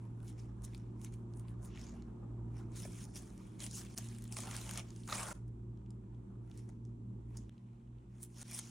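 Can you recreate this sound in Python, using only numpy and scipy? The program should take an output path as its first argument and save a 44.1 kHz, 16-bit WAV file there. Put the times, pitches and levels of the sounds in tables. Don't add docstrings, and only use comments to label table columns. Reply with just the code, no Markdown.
import sys
import numpy as np
from scipy import signal
from scipy.fft import rfft, irfft
from scipy.io import wavfile

SR = 44100
rng = np.random.default_rng(int(sys.argv[2]) if len(sys.argv) > 2 else 0)


def int16_out(signal):
    q = np.round(np.clip(np.atleast_2d(signal).T, -1, 1) * 32767)
    wavfile.write(sys.argv[1], SR, q.astype(np.int16))


def volts_from_db(level):
    exponent = np.asarray(level, float) / 20
    return 10 ** exponent


N = 383662

SHAFT_HZ, MAINS_HZ = 57.87, 120.0
FADE_IN_S = 0.024
KITCHEN_T60_S, WALL_CUT_HZ = 0.24, 11300

# (start [s], crest of the hum's beat [s], mains buzz level [dB])
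TAKES = [
    (0.0, 0.425, -69.5),
    (3.95, 4.069, -68),
    (5.33, 5.4597, -59),
    (7.4953, 7.691, -56),
    (8.431, 8.523, -55),
]
# (time [s], shaft tone [dB], second order [dB], fourth order [dB])
COMPRESSOR_ORDERS = [
    [(0.0, -67, -47, -64), (0.51, -53.5, -49.5, -71), (1.25, -60, -48, -56.5), (1.54, -55.5, -46.5, -69),
     (1.94, -53, -60.5, -55), (2.28, -57, -47.5, -63), (2.42, -52.5, -44.5, -59.5),
     (3.1, -60.5, -52.5, -68), (3.29, -57, -59, -90), (3.53, -81, -55, -70), (3.63, -56, -50.5, -61),
     (3.83, -60, -53, -75), (3.95, -58, -55, -55)],
    [(3.96, -58.5, -53.5, -61), (4.03, -61, -48, -56.5), (4.47, -61, -49.5, -59.5), (4.68, -58, -49, -64),
     (5.03, -64, -52, -60), (5.22, -61, -52, -65), (5.32, -57, -56, -74), (5.44, -54.5, -48, -65.5),
     (6.23, -58, -53, -67), (7.01, -61.5, -49, -59), (7.32, -53.5, -50, -67.5), (7.49, -55, -49.5, -63)],
    [(7.5, -58, -56, -62), (7.606, -81, -63.5, -65), (7.916, -59, -62, -63), (8.082, -62, -57, -86),
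     (8.16, -62, -67, -66.5), (8.7, -71, -76, -60.5)],
]
# (multiple of shaft rate, level [dB])
WEAK_ORDERS = [(3, -78), (6, -74.5)]
# (pitch [Hz], width [Hz], level [dB])
CABINET_MODES = [(48.8, 1, -63), (104.7, 2.8, -63.5), (161.3, 4.4, -70), (177.7, 3, -65.5),
                 (193.36, 4.7, -59), (217.3, 1.3, -69.5), (312.3, 4.8, -69), (347.6, 3.8, -68.5),
                 (373.3, 4.3, -71.5), (900, 31, -81.5)]
# (time [s], low rumble [dB], room air [dB])
BACKGROUND = [(0, -56.5, -71.5), (1.5, -56.5, -72), (2.8, -54.5, -73), (3.2, -57.5, -72), (3.95, -57, -70),
              (3.96, -57.5, -73.5), (5.33, -57.5, -72.5), (5.34, -59, -75), (7.49, -57.5, -75),
              (7.5, -65.5, -75), (8.7, -64, -76)]
# (frequency [Hz], density [dB per Hz])
RUMBLE_SPECTRUM = [(25, -15.5), (50, -6.5), (75, -16.5), (130, -12), (200, -10.5), (300, -11.5),
                   (390, -16.5), (450, -22), (560, -39.5), (900, -66.5)]
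# (frequency [Hz], density [dB per Hz])
AIR_SPECTRUM = [(290, -20.5), (500, -2), (660, -5.5), (930, -2), (1700, -19), (3300, -22.5), (5100, -30.5),
                (6000, -25.5), (6900, -27.5), (7500, -21.5), (8100, -26.5), (10500, -31), (16000, -35.5)]
# (frequency [Hz], correlation [-1..1])
ROOM_LIKENESS = [(60, 0.94), (130, 0.9), (290, 1), (640, -0.35), (1410, -0.64), (3100, 0.045),
                 (6820, 0.043), (15000, 0.34)]
# (time [s], fine crinkle [dB], coarse crinkle [dB], squish [dB], body [dB])
RUB_STROKES = [
    [(0.0, -86, -83, -82, -73), (0.16, -94, -103, -99, -75), (0.29, -67, -68, -68, -75.5),
     (0.36, -92, -89, -86, -76), (0.39, -76, -64, -73, -74), (0.53, -99, -100, -96, -72),
     (0.61, -89, -93, -93, -70), (0.65, -51, -56.5, -70, -69), (0.67, -83, -76, -78, -70),
     (0.73, -81, -77, -75, -76), (0.75, -64, -76, -73, -72), (0.77, -87, -78, -81, -76),
     (0.95, -100, -101, -95, -74.5), (1.05, -60, -65, -74, -69), (1.06, -68, -67, -61, -72),
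     (1.11, -91, -92, -89, -73), (1.14, -68, -65, -63, -74), (1.16, -83, -92, -90, -71),
     (1.27, -102, -99, -107, -73), (1.4, -70, -83, -85, -69), (1.45, -99, -99, -81, -75),
     (1.49, -72.5, -89, -75, -68.5), (1.57, -111, -97, -95, -72), (1.65, -62.5, -69.5, -83, -65.5),
     (1.73, -94, -77, -68.5, -70.5), (1.81, -75, -63, -66.5, -68.5), (2.2, -103, -102, -98, -69)],
    [(2.45, -106, -105, -100, -68), (2.586, -75, -73, -71.5, -67), (2.688, -94, -94, -93, -68.5),
     (2.77, -60.5, -56, -61.5, -68.5), (2.862, -57, -67, -66, -67), (2.884, -69.5, -70, -71.5, -70),
     (3.034, -62, -64, -63.5, -70.5), (3.072, -78, -75, -86, -68), (3.13, -83, -71, -81, -73),
     (3.168, -55, -55, -55.5, -66), (3.226, -73.5, -72, -77.5, -72), (3.582, -79, -79.5, -75, -74.5),
     (3.606, -60, -56, -56.5, -68), (3.664, -53, -66, -57, -65), (3.686, -72, -66, -72, -74),
     (3.752, -54, -47.5, -67, -75), (3.812, -54.5, -57.5, -59, -60), (3.866, -73, -69, -67, -77),
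     (3.95, -71, -68, -72, -72)],
    [(3.985, -48, -58, -60, -61), (4.003, -66.5, -68, -64.5, -71.5), (4.309, -74, -75.5, -73, -75),
     (4.325, -52, -56, -65, -60.5), (4.359, -66, -66, -66, -77), (4.369, -51, -52.5, -53, -57.5),
     (4.395, -58, -54, -67.5, -61), (4.407, -54, -54, -52, -65), (4.449, -59, -63, -59.5, -55),
     (4.545, -54.5, -56.5, -55.5, -58), (4.661, -59, -61.5, -62.5, -62), (4.789, -59.5, -58, -53, -58),
     (4.841, -79, -77.5, -74, -70), (5.065, -71.5, -70.5, -74, -85.5), (5.081, -59, -63, -57.5, -59),
     (5.137, -49, -48.5, -49.5, -47.5), (5.253, -55, -56, -55.5, -53.5), (5.33, -58.5, -61, -63, -52)],
    [(5.34, -71, -74, -78, -74), (5.382, -93, -89.5, -85, -81), (5.472, -102, -101, -99, -77),
     (5.482, -79, -85, -92, -88), (5.5, -103, -106, -99, -83)],
    [(6.4, -99, -103, -96, -76), (6.584, -75, -74.5, -74, -79), (6.67, -88.5, -88, -91, -78),
     (6.694, -78, -75.5, -79, -65), (6.704, -91, -79, -89, -78), (6.814, -107, -106, -103, -86),
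     (6.856, -92, -76, -100, -86), (6.88, -103, -92, -102, -83.5), (7.0, -107, -106, -103, -85)],
    [(7.2, -107, -105, -97, -80), (7.278, -93, -102, -89, -85), (7.362, -82, -78, -74, -66),
     (7.372, -62.5, -61, -89, -72), (7.388, -76, -74, -82, -79), (7.48, -99, -92, -86, -85.5)],
    [(8.05, -104, -103, -87, -87), (8.198, -77, -79, -82, -76.5), (8.23, -51.5, -70, -72, -80),
     (8.286, -89, -96, -86, -94), (8.318, -79, -75.5, -83, -81), (8.426, -55.5, -52.5, -60.5, -64),
     (8.446, -73, -68.5, -67, -77), (8.596, -47.5, -50.5, -57, -60), (8.602, -72, -58.5, -64, -74),
     (8.7, -67, -66, -69, -70)],
]
RUB_PART_HZ = [9000, 5900, 3000, 1100]
# (frequency [Hz], level [dB])
FOIL_COLOUR = [(450, -8.5), (700, -3.5), (1200, -3), (1800, -5.5), (2300, -3), (4800, -5), (6100, 3.5),
               (7400, -1), (10300, 5.5), (16500, -0.5)]
# (frequency [Hz], correlation [0..1])
HANDS_LIKENESS = [(450, 0.37), (1000, 0.87), (8000, 0.93), (12000, .15)]
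# (time [s], peak [dB], pitch [Hz], dull part re crack [dB])
SNAPS = [(0.2034, -64, 2640, -22), (0.2803, -49.5, 5770, -23), (0.621, -52, 8240, -20),
         (0.6497, -40, 9400, -23), (0.7342, -57, 2650, -12), (0.7473, -43.5, 3030, -18),
         (0.778, -50.5, 9370, -22), (1.0156, -46.5, 10100, -18), (1.047, -36.5, 8800, -22),
         (1.1393, -49, 9200, -24), (1.3369, -59.5, 5255, -3), (1.3728, -54, 9220, -17),
         (1.3962, -49, 10400, -17), (1.483, -53.5, 2540, -16), (1.6487, -44, 8550, -26),
         (1.7584, -66, 3400, -11), (1.7584, -53.5, 2570, -11), (1.7744, -46.5, 2640, -5),
         (1.7938, -52, 6330, -15), (1.8145, -43.5, 5820, -12), (2.0225, -54.5, 4926, -4),
         (2.7187, -58, 6260, -5), (2.7596, -46.5, 6100, -19), (3.149, -44, 9430, -29),
         (3.3777, -49, 7600, -17), (3.596, -47, 8270, -11), (3.604, -37, 5780, -10),
         (3.64, -34.5, 5950, -14), (3.6647, -39, 6030, -9), (3.7115, -41, 6270, -23),
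         (3.9772, -30, 5760, -20), (4.0433, -43, 9760, -15), (4.0868, -43.5, 6500, -28),
         (4.1475, -54, 5560, -9), (4.185, -41.5, 8530, -9), (4.2223, -43, 9440, -19),
         (4.2403, -38, 9830, -22), (4.278, -47, 6460, -24), (4.3243, -44, 7740, -24),
         (4.3243, -33, 8260, -26), (4.3682, -33.5, 6380, -3), (4.4041, -28.5, 9500, -18),
         (4.4565, -48.5, 6040, -9), (4.5123, -37.5, 6550, -2.5), (4.5652, -31, 8500, -24),
         (4.6924, -41, 3750, 0), (4.6924, -39, 8940, -14), (4.7109, -30, 10500, -11),
         (4.7363, -37.5, 8150, -12), (4.7583, -37.5, 6770, -20), (4.7753, -27, 8800, -24),
         (4.889, -58, 6300, -11.5), (4.905, -45.5, 5240, -25.5), (4.9623, -47, 6300, -17.5),
         (5.0347, -50.5, 3690, -23), (5.0771, -47, 7520, -6.5), (5.0771, -39, 6300, -11),
         (5.127, -41, 2510, 3), (5.127, -31, 3730, -15), (5.1694, -39, 6830, -11), (5.2217, -44, 8780, -13),
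         (5.4805, -65.5, 8260, -5.5), (5.7738, -70, 3810, -4), (5.8616, -67, 2880, -14),
         (5.9055, -52.5, 6400, -27.5), (6.1465, -67.5, 3070, -8), (6.5137, -54.5, 3630, -9),
         (6.5753, -45.5, 9080, -26), (6.6907, -53, 6200, -17), (6.8514, -59, 6140, -17),
         (7.3722, -40, 6800, -28), (7.4942, -53, 2970, -4.5), (7.5797, -60.5, 3600, -26),
         (7.9848, -66.5, 2530, -14), (8.2133, -55, 7930, -19), (8.23, -45.5, 10000, -33),
         (8.3629, -56, 7570, -19), (8.3834, -49, 6100, -20), (8.5122, -32, 11100, -17),
         (8.5907, -25, 9400, -19)]
KNOCK_S = [
    2.851,
    4.548,
    5.088,
    5.123,
]
# (peak [dB], pitch [Hz], t60 [s])
KNOCKS = [
    (-43, 560, 0.021),
    (-41.5, 1600, 0.016),
    (-39, 1300, .03),
    (-28.5, 1280, 0.018),
]
# (frequency [Hz], gain [dB])
PORT_RESPONSE = [(9800, 0.5), (10800, -4.5), (11500, -12), (12400, -15), (13500, -11.5), (15000, -6.5),
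                 (15900, -11.5), (16400, -42)]


def rms_one(x):
    return x / np.sqrt(np.mean(x ** 2) + 1e-20)


def at_hz(points, hz):
    table = np.array(points)
    return np.interp(np.log(hz), np.log(table[:, 0]), table[:, 1])


def in_time(rows):
    time_s, *columns = np.transpose(rows)
    return [np.interp(np.arange(N) / SR, time_s, column) for column in columns]


def by_take():
    rows, t = np.array(TAKES), np.arange(N) / SR
    index = np.maximum(np.searchsorted(rows[:, 0], t, "right") - 1, 0)
    now = rows[index].T
    return t - now[0], now[1:]


def drift(rate_hz):
    pole = np.exp(-16 * np.pi * rate_hz / SR)
    settle = 8000
    noise = rng.standard_normal(N // 8 + settle + 2)
    slow = signal.lfilter([1], [1, -2 * pole, pole * pole], noise)[settle:]
    return np.interp(np.arange(N) / 8, np.arange(len(slow)), rms_one(slow))


def shaped(x, points):
    bin_hz = np.arange(1, N // 2 + 2) * SR / N
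    return irfft(rfft(x) * volts_from_db(at_hz(points, bin_hz)), N)


def ring(x, hz, t60_s):
    radius, w = volts_from_db(-60 / (t60_s * SR)), 2 * np.pi * hz / SR
    return signal.lfilter([0, np.sin(w)], [1, -2 * radius * np.cos(w), radius * radius], x + 1e-18)


def diffuse():
    mid, side = rfft(rng.standard_normal((2, N)))
    hz, alike = np.transpose(ROOM_LIKENESS)
    bin_hz = np.arange(1, len(mid) + 1) * SR / N
    alike = np.clip(np.interp(np.log(bin_hz), np.log(hz), alike), -1, 1)
    return irfft(np.sqrt(1 + alike) * mid + np.sqrt(1 - alike) * side * [[1], [-1]], N)


def refrigerator(crest_s, mains_db, rumble_db):
    t = np.arange(N) / SR - crest_s
    turn = 2 * np.pi * SHAFT_HZ * t
    shaft_db, second_db, fourth_db = in_time(np.vstack(COMPRESSOR_ORDERS))
    tones = volts_from_db(shaft_db) * np.sin(turn + 0.8)
    tones += volts_from_db(second_db) * np.cos(2 * turn)
    tones += volts_from_db(fourth_db) * np.sin(4 * turn)
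    for order, db in WEAK_ORDERS:
        tones += volts_from_db(db + 2.0 * drift(2.6)) * np.sin(order * turn)
    tones += volts_from_db(mains_db) * np.cos(2 * np.pi * MAINS_HZ * t)
    fan = diffuse()
    stirred = 0
    for hz, width_hz, db in CABINET_MODES:
        stirred = stirred + volts_from_db(db + 57) * rms_one(ring(fan, hz, 2.6 / width_hz))
    return np.sqrt(2) * tones + volts_from_db(rumble_db) * stirred


def room_tone(rumble_db, air_db):
    rumble = volts_from_db(rumble_db - 0.5) * rms_one(shaped(diffuse(), RUMBLE_SPECTRUM))
    air = volts_from_db(air_db + 0.47 * drift(3.4)) * rms_one(shaped(diffuse(), AIR_SPECTRUM))
    return rumble + air


def buckles(per_s, spread_db):
    clump = volts_from_db(4.0 * drift(30.0))
    sizes = volts_from_db(spread_db * np.minimum(rng.exponential(1, N), 5)) * rng.choice([-1, 1], N)
    return rms_one(sizes * (rng.random(N) < per_s * clump / SR))


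def rubbing():
    parts_db = np.array(in_time(np.vstack(RUB_STROKES)))
    wide = buckles(per_s=350., spread_db=5.5)
    small = buckles(per_s=6000., spread_db=4.5)
    edges_hz = 450 * 2 ** np.arange(0, 5.3, 0.25)
    dealt = rng.integers(0, 7, N)
    hiss = rng.standard_normal((2, 2, N))
    out = 0
    for k, (low_hz, high_hz) in enumerate(zip(edges_hz, edges_hz[1:])):
        hz = np.sqrt(low_hz * high_hz)
        alike = np.clip(at_hz(HANDS_LIKENESS, hz), 0, 1)
        own = 2.6 * small * (dealt == k % 7) + 0.9 * hiss[k % 2, 0]
        both = [own + 1.17 * wide, np.abs(own) * hiss[k % 2, 1]]
        band = signal.butter(2, [low_hz, high_hz], "band", fs=SR, output="sos")
        mid, side = signal.sosfilt(band, both)
        share = [np.interp(np.log(hz), np.log(RUB_PART_HZ[::-1]), one) for one in np.eye(4)[::-1]]
        gain = volts_from_db(share @ parts_db + at_hz(FOIL_COLOUR, hz) - 6.5 + 2.6 * drift(16.0))
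        stereo = np.sqrt(1 + alike) * rms_one(mid) + np.sqrt(1 - alike) * rms_one(side) * [[1], [-1]]
        out = out + gain * stereo
    return out


def snaps():
    length = 900
    out, t = np.zeros((2, N + length)), np.arange(length) / SR
    bursts = rng.standard_normal((len(SNAPS), 3, length))
    pans_db = rng.normal(0, 1.5, len(SNAPS))
    dull = signal.butter(2, [700, 2500], "band", fs=SR, output="sos")
    wide = signal.butter(2, [2500, 16000], "band", fs=SR, output="sos")
    for (start_s, db, hz, dull_db), (a, b, c), pan_db in zip(SNAPS, bursts, pans_db):
        around = signal.butter(2, [hz / 1.34, hz * 1.42], "band", fs=SR, output="sos")
        crack = signal.sosfilt(around, a * (np.exp(-t / 0.00081) + 0.14 * np.exp(-t / 0.0052)))
        tick = signal.sosfilt(wide, c * np.exp(-t / 0.0005))
        thud = signal.sosfilt(dull, b * np.exp(-t / 0.0021))
        snap = crack / np.abs(crack).max()
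        snap = snap + 0.53 * tick / np.abs(tick).max()
        snap = snap + volts_from_db(dull_db - 3.5) * thud / np.abs(thud).max()
        start = round(start_s * SR)
        out[:, start:start + length] += volts_from_db(db + pan_db * np.array([[1], [-1]])) * snap
    return out[:, :N]


def knocks():
    length = 4000
    out, t = np.zeros(N), np.arange(length) / SR
    grits = rng.standard_normal((len(KNOCKS), length))
    for start_s, (db, hz, t60_s), grit in zip(KNOCK_S, KNOCKS, grits):
        contact = grit * t * np.exp(-t / 0.0021)
        rung = ring(contact, hz, t60_s)
        rung = rung + 0.93 * ring(contact, 1.45 * hz, 0.27 * t60_s)
        rung = rung + 0.5 * ring(contact, 2.9 * hz, 0.22 * t60_s)
        start = round(start_s * SR)
        out[start:start + length] += volts_from_db(db) * rung / np.abs(rung).max()
    return out


def kitchen(x):
    t = np.arange(SR // 2) / SR
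    tail = rng.standard_normal((2, len(t))) * volts_from_db(-60 * t / KITCHEN_T60_S) * (t > 0.003)
    tail = signal.sosfilt(signal.butter(1, WALL_CUT_HZ, fs=SR, output="sos"), tail)
    tail = tail / np.sqrt(np.sum(tail ** 2) / 2)
    return signal.fftconvolve(x[None], tail, axes=1)[:, :N]


def scene():
    _, (crest_s, mains_db) = by_take()
    rumble_db, air_db = in_time(BACKGROUND)
    hands = rubbing() + snaps() + knocks()
    behind = refrigerator(crest_s, mains_db, rumble_db) + room_tone(rumble_db, air_db)
    return hands + volts_from_db(-14) * kitchen(hands.mean(0)) + behind * volts_from_db([[-0.45], [0.45]])


def low_pass(x):
    return signal.sosfilt(signal.butter(12, 16640, fs=SR, output="sos"), x)


def record(dry):
    since_s, _ = by_take()
    first_take = np.arange(N) / SR < TAKES[1][0]
    fade = np.where(first_take, 1, np.clip(since_s / FADE_IN_S, 0, 1))
    heard = shaped(dry, PORT_RESPONSE)
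    heard = signal.sosfilt(signal.butter(3, 36, "high", fs=SR, output="sos"), heard)
    return low_pass(heard * fade)


dry = scene()
out = record(dry)
int16_out(out)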